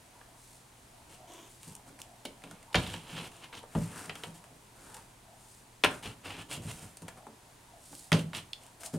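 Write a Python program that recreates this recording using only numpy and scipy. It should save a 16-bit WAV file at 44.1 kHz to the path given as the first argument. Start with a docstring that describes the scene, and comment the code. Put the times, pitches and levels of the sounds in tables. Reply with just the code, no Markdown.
"""A cat pounces at a dangling cord in a carpeted hallway, close by, over a steady draught, mains hum and
hiss that last throughout. Noise excites damped resonances: paws slap and scrape the hollow wall, claws
tick, landings drum the floor boards, fur and cord brush, and the cat huffs once. The hallway answers with
a short tail of noise that decays at its own speed at each frequency.
"""
import sys
import numpy as np
from scipy import signal
from scipy.fft import rfft, irfft, next_fast_len
from scipy.io import wavfile
from scipy.ndimage import map_coordinates

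SR = 44100
rng = np.random.default_rng(int(sys.argv[2]) if len(sys.argv) > 2 else 0)


def unload_wav(signal):
    """Save mono or channel-first audio to the path in sys.argv[1] as 16-bit WAV at rate SR, clipped to [-1, 1]."""
    wavfile.write(
        sys.argv[1],
        SR,
        np.round(np.clip(np.atleast_2d(signal).T, -1, 1) * 32767).astype(np.int16),
    )


N = 396018  # samples

# Spectral shape of draught and hiss: [f/Hz, relative level/dB per Hz]
AIR_SPECTRUM = [(13, -60), (22, 3.5), (125, -2), (169, -2.5), (263, -4), (444, -8), (672, -8.5), (910, -7),
                (1230, -11.5), (5460, -19), (9220, -16), (14700, -29), (16000, -31)]
# Left-right correlation of that noise before the stereo width is set: [f/Hz, correlation]
AIR_LIKENESS = [(60, 0.38), (240, 0.31), (950, 0.2), (3770, 0.76), (15000, 1)]
# Mains hum: [f/Hz, mid level/dB rms]
HUM = [(120, -68), (240, -81.5)]
# Fuzzy background bands that come and go: [f/Hz, width/Hz, relative level/dB]
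FLICKER_BANDS = [(693, 200, 0), (920, 200, -1.5)]
# Paw slaps and claw taps: [t/s, body peak level/dB, bright part/dB and hollow part/dB re body, favoured f/Hz]
TAPS = [(0.212, -46, -15, -8, 1100), (1.336, -57, 16.5, -12, 3500), (1.631, -44.5, 4.5, -21, 3500),
        (2.252, -30.5, -1.5, -3, 3570), (2.4377, -35, -11, -7, 2670), (2.5113, -42.5, 5.5, -4, 1530),
        (2.628, -52.5, 9.5, -7, 2010), (2.7285, -39, -8, -11, 4040), (2.7443, -11.5, -17.5, -6.5, 2200),
        (2.7549, -17, -12, -5, 3400), (2.866, -30, -21, -16, 2980), (2.9388, -27.5, -6, -10, 2880),
        (3.5271, -37, -25, -12, 1946), (3.6305, -50, 3, 12, 1670), (3.7506, -38.5, -1, 11.5, 1610),
        (4.095, -28, -14, -6.5, 2570), (4.154, -36.5, -2, -10, 2380), (4.2351, -28, -9, -7.5, 2820),
        (4.4405, -45, -2, -8, 2060), (4.943, -44.5, 8, -16, 1600), (4.967, -45.5, 5, -3, 2000),
        (5.8369, -11, -18.5, -7, 2380), (5.8452, -12.5, -9, -5.5, 2070), (5.8603, -46, -11, -4, 2880),
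        (6.9707, -46.5, 13.5, -5, 2480), (7.0204, -48.5, 8, 1, 1800), (7.0814, -36, -2.5, -1.5, 1900),
        (7.2677, -50.5, 1, 12.5, 1500), (7.929, -49, -8, 5.5, 1400), (8.1184, -14, -10, -10, 1810),
        (8.1284, -14, -33, -12, 4130), (8.3317, -32, -13, -8, 2410), (8.348, -28.5, -11, -29, 3180),
        (8.834, -37, 5.5, -6, 2170), (8.939, -50, 5, 8.5, 1500)]
# Painted wall under a paw: [f/Hz, width/Hz, level/dB]
WALL_MODES = [(1303, 330, 3), (1740, 300, 3), (2230, 650, -1), (2710, 320, 4), (3200, 530, -2),
              (4170, 320, 2), (4500, 3000, -5.5)]
# Hollow behind the wall: [f/Hz, width/Hz, level/dB]
HOLLOW_MODES = [(412, 240, -2.5), (714, 296, 1), (930, 425, -0.5)]
# Fur, cord and claw tips: [f/Hz, width/Hz, level/dB]
BRUSH_MODES = [(4100, 3900, -3), (7080, 780, 2), (8840, 1840, 1), (13000, 4800, -22)]
# Broad treble emphasis that follows the brush modes: [f/Hz, width/Hz, level/dB]
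SOFT_MODES = [(7170, 6400, 0)]
# Decay of the hallway's answer: [f/Hz, t60/s]
HALL_DECAY = [(100, 0.54), (500, 0.34), (2000, 0.24), (10000, 0.2)]
# Cord swinging past: [start t/s, length/s, level/dB]
SWISHES = [(0.301, 0.36, -60.5), (1.42, 0.2, -61), (5.293, 0.39, -61), (7.754, 0.38, -53.5)]
# Paws dragging over wall (high f) and carpet (low f):
# [start t/s, length/s, loudest at share 0-1, scrape level/dB, favoured f/Hz, fur brush level/dB]
STROKES = [(1.075, 0.13, 0.3, -62.5, 2740, -60.5), (1.586, 0.2, 0.3, -66, 2700, -55.5),
           (1.856, 0.062, 0.44, -65, 1500, -62), (1.985, 0.031, 0.54, -60.5, 2020, -56),
           (2.403, 0.34, 0.17, -64.5, 2520, -70), (2.767, 0.32, 0, -46, 2930, -51.5),
           (2.987, 0.32, 0.63, -49, 2600, -55.5), (3.151, 0.071, 0.5, -43.5, 3000, -73),
           (3.203, 0.083, 0.86, -52, 2900, -57.5), (3.31, 0.19, 0.06, -61, 2800, -61.5),
           (3.397, 0.077, 0.57, -52, 2780, -63), (3.522, 0.05, 0.46, -50, 3600, -59.5),
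           (3.55, 0.062, 0.4, -52, 3300, -58), (3.657, 0.32, 0.55, -57.5, 1930, -54.5),
           (3.86, 0.27, 0.45, -51.5, 1580, -51), (4.102, 0.28, 0.28, -60, 1490, -58.5),
           (4.34, 0.068, 0.1, -63, 2650, -57.5), (4.721, 0.37, 0.48, -62, 1480, -59),
           (5.882, 0.15, 0.2, -53.5, 1520, -54.5), (6.023, 0.13, 0, -47.5, 2675, -53),
           (6.051, 0.027, 0, -44.5, 2770, -71), (6.229, 0.18, 0.23, -46.5, 2640, -57),
           (6.351, 0.089, 0.67, -48, 2570, -54.5), (6.482, 0.11, 0.48, -43.5, 2880, -45),
           (6.6, 0.41, 0.08, -59.5, 2460, -54), (6.664, 0.056, 0.95, -47.5, 2630, -48.5),
           (6.802, 0.083, 0.3, -64, 1600, -58), (7.162, 0.036, 0.5, -59.5, 1280, -62.5),
           (8.137, 0.11, 0, -43.5, 2960, -48), (8.337, 0.087, 0.14, -44, 3150, -47.5),
           (8.593, 0.16, 0.23, -67, 2900, -64), (8.795, 0.048, 0.4, -59.5, 2470, -51.5),
           (8.834, 0.056, 0.4, -56.5, 2250, -42.5), (8.923, 0.056, 0.44, -61, 1500, -52)]
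# The cat's short breathy huff: [start t/s, length/s, level/dB]
HUFF = (1.27, 0.23, -54)
# Resonances of its mouth: [f/Hz, width/Hz, level/dB]
MOUTH_MODES = [(332, 40, 2.5), (673, 64, -3.5), (960, 120, -4), (3240, 910, -10.5), (3600, 150, -8),
               (6450, 1400, -15)]
# Landings and heavy steps: [t/s, low-mode peak level/dB, upper modes/dB re low modes]
THUMPS = [(1.671, -44, -4.5), (1.879, -59.5, 10), (2.252, -53, 16.5), (2.438, -48, 0), (2.509, -48, -1),
          (2.75, -25.5, -0.5), (2.851, -37, -16), (2.945, -40.5, -3), (3.127, -38.5, -12),
          (3.195, -41.5, -5), (3.752, -21.5, -4.5), (4.075, -43.5, -1), (4.267, -42, -4), (4.509, -56, 4),
          (5.838, -39, 8.5), (6.05, -41, -4), (6.276, -52, 1), (6.379, -50, 4), (6.571, -40, 1),
          (6.648, -35.5, -6.5), (6.82, -45.5, -1.5), (7.017, -43.5, 0), (7.268, -58.5, 15.5),
          (7.909, -54.5, 7.5), (8.119, -17.5, -2.5), (8.344, -53, 0), (8.936, -31, 4)]
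# Floor boards and wall panel, three groups: [f/Hz, width/Hz, level/dB]
DEEP_MODES = [(52, 24, -14.5), (89.6, 14, 1), (110, 17, -4), (125.3, 12.3, 0.5)]
LOW_MODES = [(159.1, 37.7, 0), (199.2, 25.6, 0.5)]
UPPER_MODES = [(230, 45, -1.5), (281, 26, 2.5), (340, 17, -2.5), (418, 40, -4), (470, 33, -4),
               (588, 38, -5.5)]
# Dry clicks of a single claw tip: [t/s, body peak level/dB, bright part/dB re body, favoured f/Hz]
TICKS = [(1.752, -45, 13.5, 3080), (1.765, -56, 13, 3000), (1.99, -45, 1, 2000), (2.017, -36, 5.5, 3030),
         (2.42, -49, -3, 2000), (7.951, -49, 14, 3000), (8.532, -24, -12, 3300), (8.635, -51, 7, 3000),
         (8.665, -57, 16, 3320)]
# Where the cat is: [t/s, left-right level/dB, deep modes of the floor there/dB re low modes]
PLACE = [(1.4, 1, -3), (2.3, -1, -20), (2.75, -1, 0), (3.0, -1, -19), (3.75, 1.5, -6.5), (4.5, 1, -22),
         (5.8, 1.5, 1.5), (6.8, -1, -1.5), (7.3, 2, -9), (8.1, -1.5, -12), (8.5, -2, 6), (8.9, 2.5, -14)]
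# Gain on the left-right difference: [f/Hz, gain/dB]
DIFFERENCE_GAIN = [(40, -24), (150, -16), (400, -1.5), (9000, 5), (11500, -12.5)]

AIR_DB, FLICKER_DB = -58, -71.0
SWISH_TOP = 0.56  # share of the swing at which it is loudest
# The hollow part has this level under a scrape of -49.5 dB at 2700 Hz and follows the scrape's level
HOLLOW_DB, HOLLOW_DB_PER_DB, HOLLOW_DB_PER_OCTAVE = -52.5, 0.78, -3
RUMBLE_DB = -3.5  # shudder of the boards relative to the hollow part
SNAGS_PER_S, SNAG_DB = 110, 17.5  # claws catching within a stroke
JERK_DB, JERKS_PER_S = 1.03, 67.2  # a stroke moves in jerks
PUSH_S = 0.038  # time scale of the paws' pressing
SETTLE_S, SETTLE_SHARE = 0.01836, 1.13  # delay and strength of the body's weight following the paws
TICK_T60_S = 0.0095
TOP_HZ = 15900  # band limit of the camera


def amp(db):
    """Decibel law: amplitude gain of a level in dB."""
    return 10 ** (np.asarray(db) / 20)


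def unit(x):
    """Power normalisation: x at rms 1."""
    return x / np.sqrt(np.mean(x ** 2) + 1e-20)


def peak(x):
    """Peak normalisation: x with its highest swing at 1."""
    return x / np.abs(x).max()


def along(points, hz):
    """Interpolation of (f, value) points on a logarithmic frequency axis."""
    f, value = np.transpose(points)
    return np.interp(np.log(hz + 1), np.log(f + 1), value)


def wobble(rate, n=N):
    """Slow random modulation: a smooth curve through random knots, rate of them a second."""
    knots = rng.standard_normal(int(n * rate / SR) + 4)
    return map_coordinates(knots, [np.arange(n) * rate / SR])


def filtered(x, response):
    """Linear filtering: the spectrum of x times a response of frequency."""
    n = x.shape[-1]
    m = next_fast_len(n + 8192)  # room for the ringing
    return irfft(rfft(x, m) * response(np.fft.rfftfreq(m, 1 / SR)), m)[..., :n]


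def ring(x, modes):
    """Modal superposition: x drives damped resonances in parallel, with alternating sign."""
    def response(f):
        total = 0
        for k, (centre, width, db) in enumerate(modes):
            damping = 1j * f * width
            total = total + (-1) ** k * amp(db) * damping / (centre ** 2 - f ** 2 + damping)
        return total
    return filtered(x, response)


def brushed(x):
    """Resonances in cascade: x coloured by fine fibres and tips, then by a broad treble emphasis."""
    return ring(ring(x, BRUSH_MODES), SOFT_MODES)


def add(track, s, sound):
    """Superposition: mix a sound into the track at s seconds."""
    part = track[..., round(s * SR):][..., :sound.shape[-1]]
    part += sound[..., :part.shape[-1]]


def grit(n, rough_db):
    """Friction: noise whose strength flutters as fibres and paint grains catch and let go."""
    flutter = wobble(SR / 150, n)
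    return amp(rough_db * flutter) * rng.standard_normal(n)


def swell(length, top):
    """Envelope of a stroke: sine-shaped rise to its loudest moment, then fall."""
    u = np.arange(round(length * SR)) / (length * SR)
    top = np.clip(top, .05, .95)
    return np.sin(np.pi / 2 * np.where(u < top, u / top, (1 - u) / (1 - top))) ** 1.32


def background():
    """Partly correlated stereo noise for draught and hiss, with hum of wavering level and phase."""
    def mid_side(hz):
        angle = np.arccos(np.clip(along(AIR_LIKENESS, hz), -1, 1)) / 2
        return amp(along(AIR_SPECTRUM, hz)) * [np.cos(angle), np.sin(angle)]
    mid, side = filtered(rng.standard_normal((2, N)), mid_side)
    air = amp(AIR_DB + 0.35 * wobble(3.036)) * unit(np.array([mid + side, mid - side]))
    t = np.arange(N) / SR
    hum = np.zeros(N)
    for hz, db in HUM:
        level = amp(db + 1.4 * wobble(9.9)) * np.sqrt(2)  # rms to peak
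        hum += level * np.sin(2 * np.pi * hz * t + 0.83 * wobble(14))
    return air + hum + flicker()


def flicker():
    """Amplitude modulation of narrow-band noise: faint bands come and go, unalike at left and right."""
    def bands():
        total = np.zeros(N)
        for band in FLICKER_BANDS:
            noise = unit(ring(ring(rng.standard_normal(N), [band]), [band]))
            total += amp(6.5 * wobble(11.5)) * noise * amp(band[-1])
        return total
    ahead, across = bands(), bands()
    return amp(FLICKER_DB) * np.array([ahead + 0.19 * across, ahead - 0.17 * across])


def taps():
    """Impact excitation: a sharp crack and a dying rattle of the wall, longer for harder blows."""
    out, t = np.zeros(N), np.arange(SR // 5) / SR
    crack = amp(-60 * t / .007)

    def burst(t60):
        return grit(len(t), rough_db=3.5) * (crack + 0.63 * amp(-60 * t / t60))

    for s, db, bright_db, hollow_db, hz in TAPS:
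        t60 = 0.068 * amp(0.075 * db)
        spot = [(hz, 1.12 * hz, 0)]  # the spot struck favours the modes near one pitch
        body = peak(ring(ring(ring(burst(t60), WALL_MODES), spot), spot))
        bright = amp(bright_db) * peak(brushed(burst(t60)))
        hollow = peak(ring(ring(burst(1.47 * t60), HOLLOW_MODES), [(690, 1040, 0)]))
        add(out, s, amp(db) * (body + bright + amp(hollow_db) * hollow))
    return out


def hall(x):
    """Reverberation: frequency-dependent decay of diffuse noise, a new tail for each stretch of sound."""
    out, hop = np.zeros((2, N)), SR // 4
    for start in range(0, N, hop):
        hz, t, z = signal.stft(rng.standard_normal((2, SR // 3)), SR, nperseg=256)
        decay = amp(-60 * t / along(HALL_DECAY, hz)[:, None])
        ahead, across = signal.istft(z * decay, SR, nperseg=256)[1]
        tail = np.array([ahead + 0.27 * across, ahead - 0.57 * across]) / np.linalg.norm(ahead)
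        answer = signal.fftconvolve(x[None, start:start + hop], tail, axes=1)
        add(out, start / SR + .004, answer)  # 4 ms late
    return out


def swishes():
    """Broadband friction noise: the cord hisses through the air and along the wall."""
    out = np.zeros(N)
    for s, length, db in SWISHES:
        shape = swell(length, SWISH_TOP)
        hiss = unit(brushed(grit(len(shape), rough_db=2.5)))
        add(out, s, amp(db) * shape * hiss)
    return out


def scuffle():
    """Sliding friction drives wall, hollow and boards while fur brushes along; one huff is added."""
    out = np.zeros(N)
    for s, length, top, scrape_db, hz, brush_db in STROKES:
        shape = swell(length, top)
        n = len(shape)
        shape = shape * amp(JERK_DB * wobble(JERKS_PER_S, n))
        snags = amp(SNAG_DB) * rng.standard_normal(n) * (rng.random(n) < SNAGS_PER_S / SR)

        focus = [(hz, 1.63 * hz, 0)]
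        scrape = ring(grit(n, rough_db=2.5) + snags, WALL_MODES)
        scrape = ring(ring(scrape, focus), focus)
        scrape = scrape + amp(-5) * ring(scrape, [(hz, 0.25 * hz, 0)])  # the patch rubbed sings out
        brush = brushed(grit(n, rough_db=2.5) + snags)
        hollow = ring(grit(n, rough_db=0.5), HOLLOW_MODES)
        shudder = ring(rng.standard_normal(n), DEEP_MODES + LOW_MODES + UPPER_MODES[:3])

        hollow_db = HOLLOW_DB + HOLLOW_DB_PER_DB * (scrape_db + 49.5)
        hollow_db += HOLLOW_DB_PER_OCTAVE * np.log2(hz / 2700)
        stroke = amp(scrape_db) * unit(scrape) + amp(brush_db) * unit(brush)
        stroke += amp(hollow_db) * unit(hollow) + amp(hollow_db + RUMBLE_DB) * unit(shudder)
        add(out, s, shape * stroke)
    add_huff(out)
    return out


def add_huff(out):
    """Source and filter: turbulent breath noise excites the resonances of the mouth."""
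    s, length, db = HUFF
    shape = swell(length, 0.17) ** 0.31
    breath = unit(ring(grit(len(shape), rough_db=2.0), MOUTH_MODES))
    add(out, s, amp(db) * shape * breath)


def thumps(deep_db):
    """Forced vibration: a soft, uneven push rings the boards; first contact knocks the upper modes."""
    out, t = np.zeros(N), np.arange(SR // 3) / SR
    for s, db, upper_db in THUMPS:
        uneven = rng.standard_normal(len(t)) * (t / PUSH_S) * np.exp(-2.5 * t / PUSH_S)
        force = np.exp(-t / 0.00062) * 3 + uneven * 3
        add(force, SETTLE_S, SETTLE_SHARE * force.copy())
        knock = np.exp(-t / 0.00052) * 3.7 + uneven * 12
        low = peak(ring(force, LOW_MODES))
        deep = amp(deep_db[round(s * SR)]) * peak(ring(force, DEEP_MODES))
        upper = amp(upper_db) * peak(ring(knock, UPPER_MODES))
        add(out, s, amp(db) * (low + deep + upper))
    return out


def ticks():
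    """Impulsive release: a claw tip snaps off the paint, a crack with no rattle."""
    out, t = np.zeros(N), np.arange(SR // 20) / SR
    for s, db, bright_db, hz in TICKS:
        body, bright = amp(-60 * t / TICK_T60_S) * rng.standard_normal((2, len(t)))
        spot = [(hz, 0.43 * hz, 0)]
        body = peak(ring(ring(body, spot), spot))
        bright = amp(bright_db) * peak(brushed(bright))
        add(out, s, amp(db) * (body + bright))
    return out


def place():
    """Level-difference panning: left and right gain, and the floor's deep-mode level, at each moment."""
    s, pan_db, deep_db = np.transpose(PLACE)
    t = np.arange(N) / SR
    sides = amp(np.interp(t, s, pan_db) * [[.5], [-.5]])
    return sides, np.interp(t, s, deep_db)


def scene():
    """Superposition of direct sound, the hallway's answer and the background."""
    sides, deep_db = place()
    near = taps() + swishes() + scuffle() + thumps(deep_db)
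    claws = ticks()
    answer = amp(-8) * hall(near + 0.78 * claws)
    return background() + (near + claws) * sides + answer


def record(dry):
    """Stereo width by frequency: bass and top treble nearly alike at left and right; sharp band limit."""
    mid = dry.mean(axis=0)
    side = filtered((dry[0] - dry[1]) / 2, lambda hz: amp(along(DIFFERENCE_GAIN, hz)))
    return filtered(np.array([mid + side, mid - side]), lambda hz: hz < TOP_HZ)


dry = scene()
out = record(dry)
unload_wav(out)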